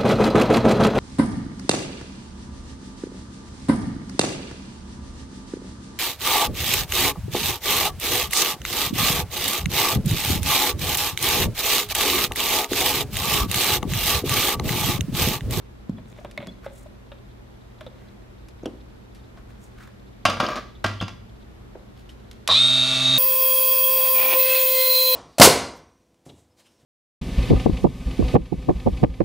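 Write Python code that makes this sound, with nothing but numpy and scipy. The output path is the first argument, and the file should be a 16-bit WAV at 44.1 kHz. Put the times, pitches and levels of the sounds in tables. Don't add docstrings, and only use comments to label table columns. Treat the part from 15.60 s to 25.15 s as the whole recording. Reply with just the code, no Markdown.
import sys
import numpy as np
from scipy import signal
from scipy.fft import rfft, irfft, next_fast_len
from scipy.io import wavfile
from scipy.ndimage import map_coordinates

SR = 44100
rng = np.random.default_rng(int(sys.argv[2]) if len(sys.argv) > 2 else 0)


def put_to_file(sound):
    columns = np.atleast_2d(sound).T
    safe = np.clip(columns, -1, 1)
    whole_steps = np.round(safe * 32767)
    wavfile.write(sys.argv[1], SR, whole_steps.astype(np.int16))


N = 421155
T = np.arange(N) / SR
HIT_T = T[:SR // 2]
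SIDES = np.array([[1], [-1]])

START_S, SPIN_UP_S = 6.871, 0.036
FULL_HZ = 130.55
JUMP_S, FAST = 7.581, 4
CONTACT_S, SEAT_S = 8.54, 8.755
TOP_HZ = 15780

# f/Hz, level/dB
AIR_COLOUR = [(12, -38), (20, -11.5), (43, 1.5), (115, -8.5), (147, -14.5), (205, -7), (302, -15.5),
              (337, -12), (525, -19), (1420, -27.5), (2770, -34), (3860, -37.5), (12400, -51), (15000, -67)]
# f/Hz, level/dB
ROOM_HUM = [(53.8, -50.5), (119, -53), (199, -61), (12565, -79.5)]
# t/s, f/Hz, level/dB, t60/s (time to fade by 60 dB)
BENCH_BOOMS = [(0.294, 99.8, -36, 0.62), (4.654, 97, -28, 0.74), (5.244, 101.7, -27, 1.0)]
# t/s, level/dB, f/Hz, t60/s
BENCH_KNOCKS = [(0.295, -17, 125, 0.04), (0.791, -34.5, 227, 0.15), (0.872, -32, 200, 0.14),
                (3.031, -27, 260, 0.057), (3.058, -22.5, 315, 0.1), (4.988, -29.5, 280, 0.05),
                (5.246, -26, 240, 0.19), (5.411, -19.5, 85, 0.036), (5.424, -19, 104, 0.09),
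                (6.151, -31.5, 456, 0.062)]
# t/s, level/dB, t60/s
LIGHT_TICKS = [(0.295, -47, 0.018), (0.712, -42.5, 0.031), (0.871, -36.5, 0.014), (2.209, -48, 0.033),
               (2.885, -48, .04), (3.058, -35.5, 0.011), (3.548, -53.5, 0.16), (6.492, -52, 0.15),
               (6.713, -39, 0.022), (6.73, -52, .03), (6.876, -15.5, 0.031)]
# f/Hz, level/dB
TICK_COLOUR = [(300, -15), (2000, 11), (3300, 9), (5000, 7.5), (8000, 0.5), (12000, -1.5), (15500, -27)]
# t/s, level/dB, width/s, f/Hz
FINGER_RUBS = [(0.5, -66, 0.024, 7000), (0.603, -68, 0.036, 6000), (0.799, -65, 0.03, 2000),
               (1.051, -51, 0.013, 1390), (1.183, -58.5, 0.04, 8000), (2.441, -63.5, 0.069, 1800),
               (3.788, -60, 0.015, 1390), (3.906, -57, 0.012, 1510), (4.038, -61, 0.025, 6900),
               (4.223, -53, 0.043, 1480), (6.391, -61.5, 0.023, 3150)]
# t/s, length/s, starting f/Hz, level/dB
KEY_SQUEAKS = [(0.364, 0.025, 3380, -53), (0.873, 0.037, 3320, -40.5), (0.912, 0.023, 4150, -54)]
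# t/s, ring level/dB, ring f/Hz, click level/dB, brightness/(dB per octave)
KEY_HITS = [(0.383, -38, 637, -41.5, -2), (0.585, -30.5, 586, -38, -2), (0.611, -38, 685, -46, -4),
            (0.648, -27, 571, -32, -2), (0.776, -24.5, 582, -34.5, 1), (0.803, -32, 560, -39, 1),
            (0.826, -26, 565, -38, 0), (0.869, -35, 640, -37, -3.5), (1.063, -23, 535, -33, -1),
            (1.259, -32.5, 588, -62, -7), (1.518, -34, 550, -40, 2), (2.209, -29.5, 610, -35, 0),
            (2.265, -27.5, 510, -37.5, -3.5)]
# multiple of the ring pitch, level/dB, t60/s
CHUCK_MODES = [(1, 1, 0.051), (1.18, -14, 0.022), (1.68, -12, 0.036), (2.4, -15, 0.017)]
# f/Hz, level/dB
CLICK_COLOUR = [(500, 11.5), (1500, 6), (2150, 3), (2900, 0), (3750, 3), (4800, -29), (9000, -35),
                (15000, -36)]
# t/s, length/s, level/dB
KEY_GRINDS = [(0.433, 0.15, -56.5), (0.685, 0.06, -61.5), (0.785, 0.062, -51.5), (1.03, 0.054, -59),
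              (1.145, 0.19, -67), (2.2, 0.18, -64), (2.98, 0.052, -58)]
# f/Hz, level/dB
TOOTH_COLOUR = [(500, 11), (1400, 4), (1800, 2), (2150, 10), (2700, -2), (3150, -9), (3450, 3.5),
                (4150, 0.5), (4800, -17), (9000, -20), (15000, -31)]
# t/s, f/Hz, level/dB, t60/s
SHORT_CLINKS = [(0.777, 2190, -26, 0.032), (2.265, 3630, -40, 0.044), (0.777, 3700, -36, 0.035),
                (0.827, 2210, -41, 0.02), (3.032, 6240, -54, 0.03), (3.057, 3300, -27, 0.014),
                (3.057, 2000, -39, 0.01), (3.06, 5600, -39, 0.015), (3.062, 2950, -43, 0.064),
                (4.654, 2860, -25, 0.23), (4.865, 4940, -27, 0.036), (4.865, 3000, -29, 0.03),
                (5.152, 3500, -51, 0.093), (5.243, 1470, -19, 0.054), (5.402, 3240, -31, 0.05),
                (6.492, 3140, -43, 0.058), (6.891, 1130, -18.5, 0.093), (6.912, 1070, -18.5, .07)]
# t/s, level/dB, brightness/(dB per octave), rattle t60/s, lowest f/Hz
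BLOWS_AND_CLUNKS = [(3.774, -44.5, -1.5, 0.04, 500), (4.653, -9, 1.5, 0.075, 100),
                    (4.661, -17, 0, 0.05, 300), (4.685, -18.5, -2, 0.07, 100),
                    (4.699, -19.5, 2, 0.032, 100), (4.732, -27, -2.5, 0.05, 300),
                    (4.77, -25.5, -2, 0.04, 100), (4.8, -22, 0.5, 0.055, 100),
                    (4.802, -12.5, -1, 0.057, 100), (4.83, -22, -7, 0.069, 300),
                    (4.887, -21, -1, 0.05, 600), (4.957, -31, 3, 0.17, 400), (5.242, -24.5, 1, 0.31, 900),
                    (5.245, -14, -2.5, 0.06, 900), (5.263, -24, 1.5, 0.05, 900),
                    (5.412, -25, -0.5, 0.06, 500), (5.425, -29, -0.5, .07, 600),
                    (5.481, -35.5, 2.5, 0.13, 600), (6.888, -19, -2, 0.11, 500),
                    (6.911, -22.5, 0.5, .06, 600)]
# f/Hz, level/dB
BLOW_COLOUR = [(40, -22), (100, -7), (200, 7), (400, -8), (650, 7), (900, -2.5), (1170, 3.5), (1400, -4.5),
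               (2900, -9.5), (5300, -14.5), (7500, -25.5), (11000, -30.5), (15500, -41)]
# f/Hz, level/dB, t60/s
BENCH_MODES = [(664, -17, 0.082), (731, -6.5, 0.099), (980, -19, 0.15), (1187, -11, 0.17), (1380, -10, .18),
               (1606, -16.5, 0.15), (1950, -21, 0.29), (2408, -18, 0.16)]
# t/s, level/dB
OBJECT_HITS = [(4.655, -23.5), (4.699, -33), (4.802, -31), (5.245, -38), (5.413, -36), (5.424, -39)]
# f/Hz, level/dB, t60/s
OBJECT_MODES = [(2720, -2, 0.13), (3000, -2, 0.16), (3380, -8, 0.25), (3720, -10, 0.17), (4830, -9, 0.17),
                (5020, -10, 0.16), (6200, -21, 0.22), (6550, -17, 0.18)]
# t/s, level/dB
OBJECT_JUDDERS = [(4.689, -28), (4.811, -28.5), (4.832, -28), (4.9, -28.5), (4.955, -30)]
# f/Hz, level/dB
JUDDER_COLOUR = [(100, -27), (290, -0.5), (420, -10.5), (560, 1), (720, -5), (820, -20), (1000, -5.5),
                 (1100, -4), (1190, 8), (1330, -5.5), (1450, -19), (1620, -4), (1800, -15.5), (2400, -14.5),
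                 (5000, -22), (6500, -26), (7800, -43), (15000, -42)]
# order, level just after the start/dB, level once run in/dB
BEARING_TONES = [(10, -56.0, -48.0), (10.47, -42.0, -72.5), (11, -49.5, -56.5), (12, -56.5, -50.0),
                 (13, -61.5, -55.5), (15, -48.5, -49.5), (16.349, -55.0, -39.5), (17.126, -43.5, -48.0),
                 (17.52, -53.0, -63.5), (18, -50.0, -50.0), (18.559, -50.0, -44.0), (19, -64.5, -51.0),
                 (19.56, -47.0, -42.0), (20, -42.5, -38.5), (20.535, -40.0, -42.5), (21.308, -44, -46.0),
                 (23, -52.0, -49.5), (24.718, -36.0, -32.0), (25.494, -51.0, -39.0), (26, -43.5, -38.5),
                 (26.339, -49.5, -38.0), (27.16, -39.0, -41.0), (27.339, -40.5, -31.5),
                 (27.95, -29.5, -31.0), (28.339, -28.0, -24.5), (28.728, -32.5, -33.5),
                 (29.116, -46.0, -42.5), (29.338, -33.5, -29.5), (29.677, -35.0, -28.5),
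                 (29.942, -34.0, -41.5), (30.318, -44.5, -44.5), (30.705, -42.0, -42.0),
                 (33.081, -38.0, -38.0), (33.849, -39.0, -39.0), (34.6, -44.5, -44.5),
                 (34.823, -44.0, -44.0), (42.22, -49.5, -49.5), (43.638, -52.5, -52.5),
                 (49.488, -43.0, -43.0), (50.101, -48.0, -48.0), (54, -51.0, -51.0)]
# t/s, level/dB
WHISTLE_LEVELS = [(6.945, -60), (6.978, -18), (7.04, -17), (7.11, -19.5), (7.23, -19.5), (7.30, -28.5),
                  (7.39, -27), (7.46, -18), (7.54, -18), (7.62, -23), (8.6, -21.5), (9.05, -23.5),
                  (9.5, -31)]
# order, t/s, width/s, level/dB
BEARING_FLARES = [(37.85, 6.923, 0.0071, -14.5), (33.081, 6.962, 0.015, -18), (20.4, 6.975, 0.018, -29),
                  (27.901, 7.04, 0.035, -24.5), (21.308, 8, 0.076, -29)]
# order, level/dB
SHAFT_TONES = [(1, -31.1), (2, -42), (4.573, -49), (4.887, -45.5), (5, -39), (5.889, -54), (6.283, -49.5),
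               (8, -56), (9, -41), (9.779, -54)]
# f/Hz, level/dB
ROLLING_COLOUR = [(30, -23), (200, -21), (450, -14.5), (1300, -11), (1900, -13.5), (2450, -6.5), (2700, -6),
                  (3100, -9), (3330, 1.5), (3520, 4), (3750, 8), (4050, 1.5), (4200, -5), (4500, -3.5),
                  (5300, -10), (8400, -13.5), (12000, -26), (15500, -46)]
BALL_OFFSETS = [0, .339, .677, .901, .56]
# t/s, length/s, scrape level/dB, hiss level/dB
BIT_SKATES = [(8.359, 0.053, -43.5, -43), (8.439, 0.017, -38.5, -38), (8.549, 0.11, -35, -31),
              (8.68, 0.054, -34, -30), (8.859, 0.12, -59.5, -34.5)]
# f/Hz, level/dB
SCRAPE_COLOUR = [(100, -43), (220, -6.5), (350, 4), (560, -1.5), (790, 5.5), (1000, 0.5), (1500, -18),
                 (3000, -15), (8000, -48)]
# f/Hz, level/dB
SKATE_COLOUR = [(900, -33), (1300, -11), (1600, -23), (1820, -3.5), (2100, -3), (2350, 5.5), (2600, 2),
                (2720, -1), (2880, 4), (3030, -5), (3350, 1.5), (3700, -6), (5000, -7), (7000, -32),
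                (14000, -40)]
# t/s, length/s, boost of order 1/dB, boost of order 2/dB
BIT_SHOVES = [(8.483, 0.034, 0.5, 5), (8.742, 0.03, 5, 7)]
# t/s, length/s, f/Hz, level/dB
PIN_SQUEALS = [(8.544, 0.008, 2480, -28), (8.559, 0.04, 2370, -28), (8.608, 0.0098, 2500, -27),
               (8.64, 0.014, 2350, -26), (8.668, 0.02, 2400, -26.5), (8.696, 0.047, 2310, -32.5),
               (8.698, 0.045, 2460, -30)]
# f/Hz, level/dB
CHIP_COLOUR = [(800, -43), (1500, -35), (1820, -11), (2100, 3), (2350, -9), (2600, 0), (2850, -3),
               (3300, 3), (3650, 2), (3950, 4), (4300, 0), (5000, -5), (7000, -38), (14000, -40)]
# order, level/dB
BIT_BUZZ = [(6, -5), (7, -2.5), (8.93, -1.5), (9.93, -10), (11, -11.5), (12, -12), (13, -6), (14, -7)]
# order, start t/s, peak t/s, peak level/dB, rise/(dB per s), fall/(dB per s), slip/rad
BIT_SONG = [(3, 8.81, 8.9, -42, 29, 31, 0.26), (4, 8.77, 8.92, -36.5, 45, 40.5, 0.66),
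            (4.001, 9.12, 9.21, -28.5, 53, 71, 0.18), (5, 8.76, 8.905, -23.5, 63, 72, 0.57),
            (7.94, 8.76, 8.98, -30.5, 52, 128, 0.45), (7.9, 9.06, 9.36, -17.5, 57.5, 15.5, 0.3)]
# f/Hz, t60/s
ROOM_DECAY = [(100, 0.86), (700, 0.35), (4000, 0.54), (8000, 0.42), (13000, 0.39)]


def amp(db):
    return 10 ** (np.asarray(db) / 20)


def unit(x):
    return x / np.sqrt(np.mean(x ** 2) + 1e-20)


def along(points, hz):
    f, v = np.transpose(points)
    return np.interp(np.log(hz + 1), np.log(f + 1), v)


def wobble(rate, t=T):
    coarse = T[::32]
    points = rng.standard_normal(int(T[-1] * rate) + 4)
    return np.interp(t, coarse, map_coordinates(points, [coarse * rate]))


def rise(start, attack, t=T):
    return np.clip((t - start) / attack, 0, 1)


def fade(t60, t=HIT_T):
    return np.exp(-np.log(1000) * t / t60)


def envelope(start, attack, hold, t60, t=T):
    return rise(start, attack, t) * fade(t60, np.maximum(t - start - attack - hold, 0))


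def hump(hz, centre, q):
    return -10 * np.log10(1 + (q * ((hz + 1) / centre - centre / (hz + 1))) ** 2)


def tilt(hz, db_per_octave):
    return db_per_octave * np.log2(np.clip(hz, 200, 6000) / 1000)


def roll_off(ratio):
    return -10 * np.log10(1 + ratio ** 4)


def filtered(x, gain):
    n = x.shape[-1]
    padded = next_fast_len(n + 4096, True)
    return irfft(rfft(x, padded) * gain(np.fft.rfftfreq(padded, 1 / SR)), padded)[..., :n]


def noise(colour, size=N):
    return unit(filtered(rng.standard_normal(size), lambda hz: amp(colour(hz))))


def burst(colour, t60):
    return noise(colour, len(HIT_T)) * fade(t60)


def ring(modes, t=HIT_T):
    strengths = amp(rng.uniform(-2, 2, len(modes)))
    return sum(gain * amp(db) * fade(t60, t) * np.sin(2 * np.pi * hz * t)
               for gain, (hz, db, t60) in zip(strengths, modes))


def struck(contacts, colour):
    def response(hz):
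        cepstrum = irfft(np.log(amp(colour(hz))))
        return np.exp(rfft(cepstrum * (1 + np.sign(np.fft.fftfreq(len(cepstrum))))))
    return filtered(contacts, response)


def grit(colour, per_s, spread_db, size=N):
    snaps = (rng.random(size) < per_s / SR) * np.sign(rng.standard_normal(size))
    strengths = amp(spread_db * np.minimum(rng.standard_normal(size), 2))
    return unit(struck(snaps * strengths, colour))


def background():
    rumble_db = 2 + 1.5 * wobble(1.96) - 25 * rise(START_S, SPIN_UP_S)
    hum = sum(amp(db) * np.sqrt(2) * np.sin(2 * np.pi * hz * T + 0.91 * wobble(14))
              for hz, db in ROOM_HUM)
    air = amp(-48 + 0.33 * wobble(3.4)) * noise(lambda hz: along(AIR_COLOUR, hz))
    air += (amp(rumble_db) - 1) * filtered(air, lambda hz: 1 / (1 + (hz / 85) ** 4))
    side = amp(-51) * noise(lambda hz: along(AIR_COLOUR, hz) + roll_off(170 / (hz + 1)))
    ticking = amp(-71) * unit(amp(6 * wobble(90))) * noise(lambda hz: 2 * hump(hz, 3640, q=2.7))
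    fast_rumble = amp(-61) * noise(lambda hz: 2 * hump(hz / FAST, 53.3, q=4))
    return np.where(T < JUMP_S, air + SIDES * side + hum + ticking, fast_rumble)


def booms():
    out = np.zeros(N)
    for s, hz, db, t60 in BENCH_BOOMS:
        add(out, s, ring([(hz, db, t60)]))
    return out


def handling():
    out = np.zeros(N)
    for s, db, centre, t60 in BENCH_KNOCKS:
        knock = burst(lambda hz: 2 * hump(hz, centre, q=1) + hump(hz, 160, q=0.23), t60)
        add(out, s, amp(db) * knock * (1 - np.exp(-HIT_T / 0.00074)))
    for s, db, t60 in LIGHT_TICKS:
        add(out, s, amp(db) * burst(lambda hz: along(TICK_COLOUR, hz), t60))
    middle = HIT_T.mean()
    for s, db, width, centre in FINGER_RUBS:
        stroke = np.exp(-.5 * ((HIT_T - middle) / width) ** 2) * amp(3.2 * wobble(204, HIT_T))
        add(out, s - middle, amp(db) * stroke * noise(lambda hz: hump(hz, centre, q=2.7), len(HIT_T)))
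    return out


def squeaks(glide_hz_per_s=2500):
    out = np.zeros(N)
    for s, length, hz, db in KEY_SQUEAKS:
        pitch = (hz + glide_hz_per_s * HIT_T) * (1 + 0.0064 * wobble(300, HIT_T))
        swell = np.sin(np.pi * rise(0, length, HIT_T)) ** 2
        add(out, s, amp(db) * swell * np.sin(2 * np.pi * np.cumsum(pitch) / SR))
    return out


def chuck_key(bend=0.21, bend_s=0.0029):
    out = np.zeros(N)
    settling = HIT_T + bend * bend_s * (1 - np.exp(-HIT_T / bend_s))
    for s, ring_db, pitch, click_db, bright in KEY_HITS:
        modes = [(multiple * pitch, db, t60) for multiple, db, t60 in CHUCK_MODES]
        add(out, s, amp(ring_db) * ring(modes, settling) * (1 - np.exp(-HIT_T / 0.0031)))
        click = burst(lambda hz: along(CLICK_COLOUR, hz) + tilt(hz, bright), t60=0.053)
        add(out, s, amp(click_db) * click)
    turning = sum(amp(db) * envelope(s, 0.014, length, t60=0.1) for s, length, db in KEY_GRINDS)
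    return out + turning * grit(lambda hz: along(TOOTH_COLOUR, hz), per_s=90, spread_db=3)


def clinks():
    out = np.zeros(N)
    for s, centre, db, t60 in SHORT_CLINKS:
        add(out, s, amp(db) * burst(lambda hz: 2 * hump(hz, centre, q=6.8), t60))
    return out


def clatter(crack_db=14, dull_hz=8000):
    out = np.zeros(N)
    for s, db, bright, t60, lowest in BLOWS_AND_CLUNKS:
        low_cut = lambda hz: roll_off(lowest / (hz + 1))
        colour = lambda hz: along(BLOW_COLOUR, hz) + tilt(hz, bright) + low_cut(hz)
        crack = struck(1. * (HIT_T == 0), colour)
        duller = lambda hz: colour(hz) + roll_off(hz / dull_hz)
        rattle = grit(duller, per_s=900, spread_db=3, size=len(HIT_T)) * fade(t60)
        bench = ring([(hz, level + low_cut(hz), life) for hz, level, life in BENCH_MODES])
        tail = 0.7 * rattle + 0.89 * burst(colour, t60=0.038) + 0.61 * bench
        tail *= 1 - np.exp(-HIT_T / 0.00053)
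        add(out, s, amp(db) * (amp(crack_db) * crack / np.linalg.norm(crack) + tail))
    for s, db in OBJECT_HITS:
        for centre, level, t60 in OBJECT_MODES:
            add(out, s, amp(db + level) * burst(lambda hz: 2 * hump(hz, centre, q=28), t60))
    return out


def judder(attack_s=0.0035, rest_s=4.997):
    bounces = sum(amp(db) * envelope(s, attack_s, hold=0.013, t60=0.21) for s, db in OBJECT_JUDDERS)
    moving = 1 - rise(rest_s, attack_s)
    return bounces * moving * amp(1.8 * wobble(150)) * noise(lambda hz: along(JUDDER_COLOUR, hz))


def shaft_speed(t):
    run_up = 1 - np.exp(-np.maximum(t - START_S, 0) / SPIN_UP_S)
    sag = 0.33 * rise(CONTACT_S, SEAT_S - CONTACT_S, t) ** 2 + 2.4 * np.maximum(t - SEAT_S, 0) ** 2
    return FULL_HZ * run_up - sag


def late_db(order, t):
    return -250 * np.maximum(1 - shaft_speed(t) / FULL_HZ, 0) * (order > 36)


def bearing_whine(t, tone, pace, run_in, feed):
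    speed, whine = shaft_speed(t), 0
    housing = lambda hz: hump(hz, 4100, q=6.6)
    for order, cold_db, warm_db in BEARING_TONES:
        if order * FULL_HZ * pace < SR / 2:
            housing_db = np.minimum(housing(order * speed) - housing(order * FULL_HZ), 0)
            db = (warm_db if run_in else cold_db) + housing_db + late_db(order, t) - 2 * feed
            whine += amp(db) * tone(order, unsteady_db=3, drift=0.3)
    return whine


def bearing_whistle(t, tone, main_order=28.901):
    level_db = np.interp(t, *np.transpose(WHISTLE_LEVELS))
    whistle = amp(level_db) * tone(main_order, unsteady_db=1.5, drift=0.16)
    for order, s, width, db in BEARING_FLARES:
        whistle += amp(db) * np.exp(-.5 * ((t - s) / width) ** 2) * tone(order, unsteady_db=0, drift=0.1)
    return whistle


def motor_hum(t, tone, settle_s=0.61):
    seated = rise(SEAT_S, 0.016, t)
    change_db = {1: 3 * seated, 2: 7 - 3.5 * seated, 4.887: 5 * seated, 5: -seated,
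                 9: -7 * rise(CONTACT_S, 0.05, t) + 1.5 * wobble(60, t)}
    for s, length, first_db, second_db in BIT_SHOVES:
        shove = envelope(s, 0.016, length, 0.17, t)
        change_db[1] += first_db * shove
        change_db[2] += second_db * shove
    hum_db = 1.5 - 9.5 * np.exp(-(t - START_S) / settle_s)
    return sum(amp(db + hum_db + change_db.get(order, 0)) * tone(order, unsteady_db=1.16, drift=0.17)
               for order, db in SHAFT_TONES)


def rolling_balls(t, angle, pace, feed):
    def comb(hz):
        offset = (hz / FULL_HZ - np.array(BALL_OFFSETS)[:, None] + .5) % 1 - .5
        peaks = np.exp(-(offset / 0.011) ** 2).sum(0)
        return 10 * np.log10(0.097 + peaks) - 100 * (hz * pace > TOP_HZ)

    colour = lambda hz: along(ROLLING_COLOUR, hz / pace)
    position = angle / (2 * np.pi * FULL_HZ) * SR
    rolling = map_coordinates(noise(comb), [position], mode="wrap")
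    once_a_turn = 1 + .35 * np.sin(angle)
    rolling = unit(filtered(rolling, lambda hz: amp(colour(hz)))) * once_a_turn
    return rolling + 0.15 * SIDES * noise(colour, len(t)) + amp(-14.5 + 14 * feed) * noise(colour, len(t))


def bearing_skid(t, tone, start_s, order=64):
    hiss = noise(lambda hz: 2.2 * hump(hz, 3800, q=6), len(t))
    whistle = amp(-7.5 + late_db(order, t)) * wobble(260, t) * tone(order, unsteady_db=0, drift=0.5)
    return amp(-16.5) * envelope(start_s, attack=0.025, hold=0.044, t60=0.46, t=t) * (hiss + whistle)


def fluttering(t, pace):
    level = amp(-34.5 - 7 * rise(CONTACT_S, SEAT_S - CONTACT_S, t)) * rise(start=7.46, attack=0.46, t=t)
    return level * noise(lambda hz: 2 * hump(hz / pace, 819, q=82), len(t))


def lathe(pace, heard, run_in, whine_db, rolling_db):
    t = T[heard]
    speed = shaft_speed(t) * (1 + 0.00027 * wobble(40, t))
    angle = 2 * np.pi * pace * np.cumsum(speed) / SR
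    turning_s = START_S + 0.012
    feed = rise(CONTACT_S, T[-1] - CONTACT_S, t)

    def tone(order, unsteady_db, drift):
        swell = amp(unsteady_db * wobble(6 * pace, t))
        lag = SIDES * order * (rng.uniform(-0.0033, 0.0017) - .0065)
        phase = order * angle + lag + drift * wobble(7 * pace, t) + rng.uniform(0, 2 * np.pi)
        return np.sqrt(2) * swell * np.sin(phase)

    whine = amp(whine_db) * bearing_whine(t, tone, pace, run_in, feed)
    whistle = bearing_whistle(t, tone)
    hum = motor_hum(t, tone)
    flutter = fluttering(t, pace)
    rolling = amp(rolling_db) * rolling_balls(t, angle, pace, feed)
    skid = bearing_skid(t, tone, turning_s)
    out = np.zeros((2, N))
    out[:, heard] = flutter + skid + rise(turning_s, 0.038, t) * (hum + whistle + whine + rolling)
    return out


def cutting(t, angle, attack_s=0.016, fade_db_per_s=11):
    boring = rise(SEAT_S, attack_s, t)
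    boring *= amp(1.7 * wobble(28, t) - fade_db_per_s * np.maximum(t - SEAT_S, 0))
    scrape, skate = amp(-57) * boring, 0
    for s, length, scrape_db, hiss_db in BIT_SKATES:
        touch = envelope(s, attack_s, length, 0.08, t)
        scrape += amp(scrape_db) * touch
        skate += amp(hiss_db) * touch
    bite = unit(amp(2.1 * wobble(120, t)) * (1 + .6 * np.sin(2 * angle)))
    snaps = lambda colour: grit(lambda hz: along(colour, hz), per_s=3600, spread_db=2.5, size=len(t))
    scraping = scrape * snaps(SCRAPE_COLOUR) + skate * snaps(SKATE_COLOUR)
    chips = amp(-34.5) * boring * snaps(CHIP_COLOUR)
    return filtered(bite * (scraping + chips), lambda hz: hz ** 3 / (hz ** 3 + 200 ** 3))


def pin_squeal(t):
    out = 0
    for s, length, hz, db in PIN_SQUEALS:
        level = amp(db + 2 * wobble(150, t)) * envelope(s, 0.0036, length, 0.03, t)
        pitch = hz * (1 + 0.0102 * wobble(150, t))
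        out += level * np.sin(2 * np.pi * np.cumsum(pitch) / SR)
    return out


def bit_song(t, angle, flutter_db_per_rad=6.5):
    def chatter(order, slip):
        wave = np.sin(order * angle + slip * wobble(110, t))
        return wave * amp(flutter_db_per_rad * slip * np.minimum(wobble(55, t), 1))

    song = 0
    for order, start_s, peak_s, db, up, down, slip in BIT_SONG:
        level_db = db - up * np.maximum(peak_s - t, 0) - down * np.maximum(t - peak_s, 0)
        song += rise(start_s, 0.016, t) * amp(level_db) * chatter(order, slip)
    buzz = sum(amp(db) * chatter(order, slip=0.8) for order, db in BIT_BUZZ)
    return song + amp(-37.5) * rise(SEAT_S, 0.29, t) * buzz


def drill():
    heard = T > BIT_SKATES[0][0]
    t = T[heard]
    angle = 2 * np.pi * FAST * np.cumsum(shaft_speed(t)) / SR
    out = np.zeros(N)
    out[heard] = cutting(t, angle) + pin_squeal(t) + bit_song(t, angle)
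    return out


def add(track, s, sound):
    part = track[round(s * SR):][:len(sound)]
    part += sound[:len(part)]


def room(x):
    hz, t, bands = signal.stft(rng.standard_normal((2, SR // 2)), SR, nperseg=256)
    mid, side = signal.istft(bands * fade(along(ROOM_DECAY, hz)[:, None], t), SR, nperseg=256)[1]
    side = filtered(side, lambda hz: hz / (hz + 200))
    tail = (mid + 0.5 * SIDES * side) / np.linalg.norm(mid)
    return signal.fftconvolve(x[None], tail, axes=1)[:, :N]


def scene():
    near = chuck_key() + handling()
    small = clinks() + booms() + squeaks()
    blows = clatter() + judder()
    bit = drill()
    spin_up = lathe(1, (T > START_S) & (T < JUMP_S), run_in=False, whine_db=-1, rolling_db=-26)
    racing = lathe(FAST, T >= JUMP_S, run_in=True, whine_db=-1.3, rolling_db=-24.5)
    motor = spin_up * amp(-.6 * SIDES) + racing * amp(-.2 * SIDES)
    echo = room(amp(-10) * near + amp(-18.5) * small + amp(-8.5) * blows + amp(-21) * bit)
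    return near + small + blows + motor + bit + echo + background()


def record(dry):
    treble_cut = lambda hz: np.clip((TOP_HZ - hz) / 150 + .5, 0, 1)
    return filtered(dry, lambda hz: treble_cut(hz) * hz ** 3 / (hz ** 3 + 28 ** 3))


dry = scene()
out = record(dry)
put_to_file(out)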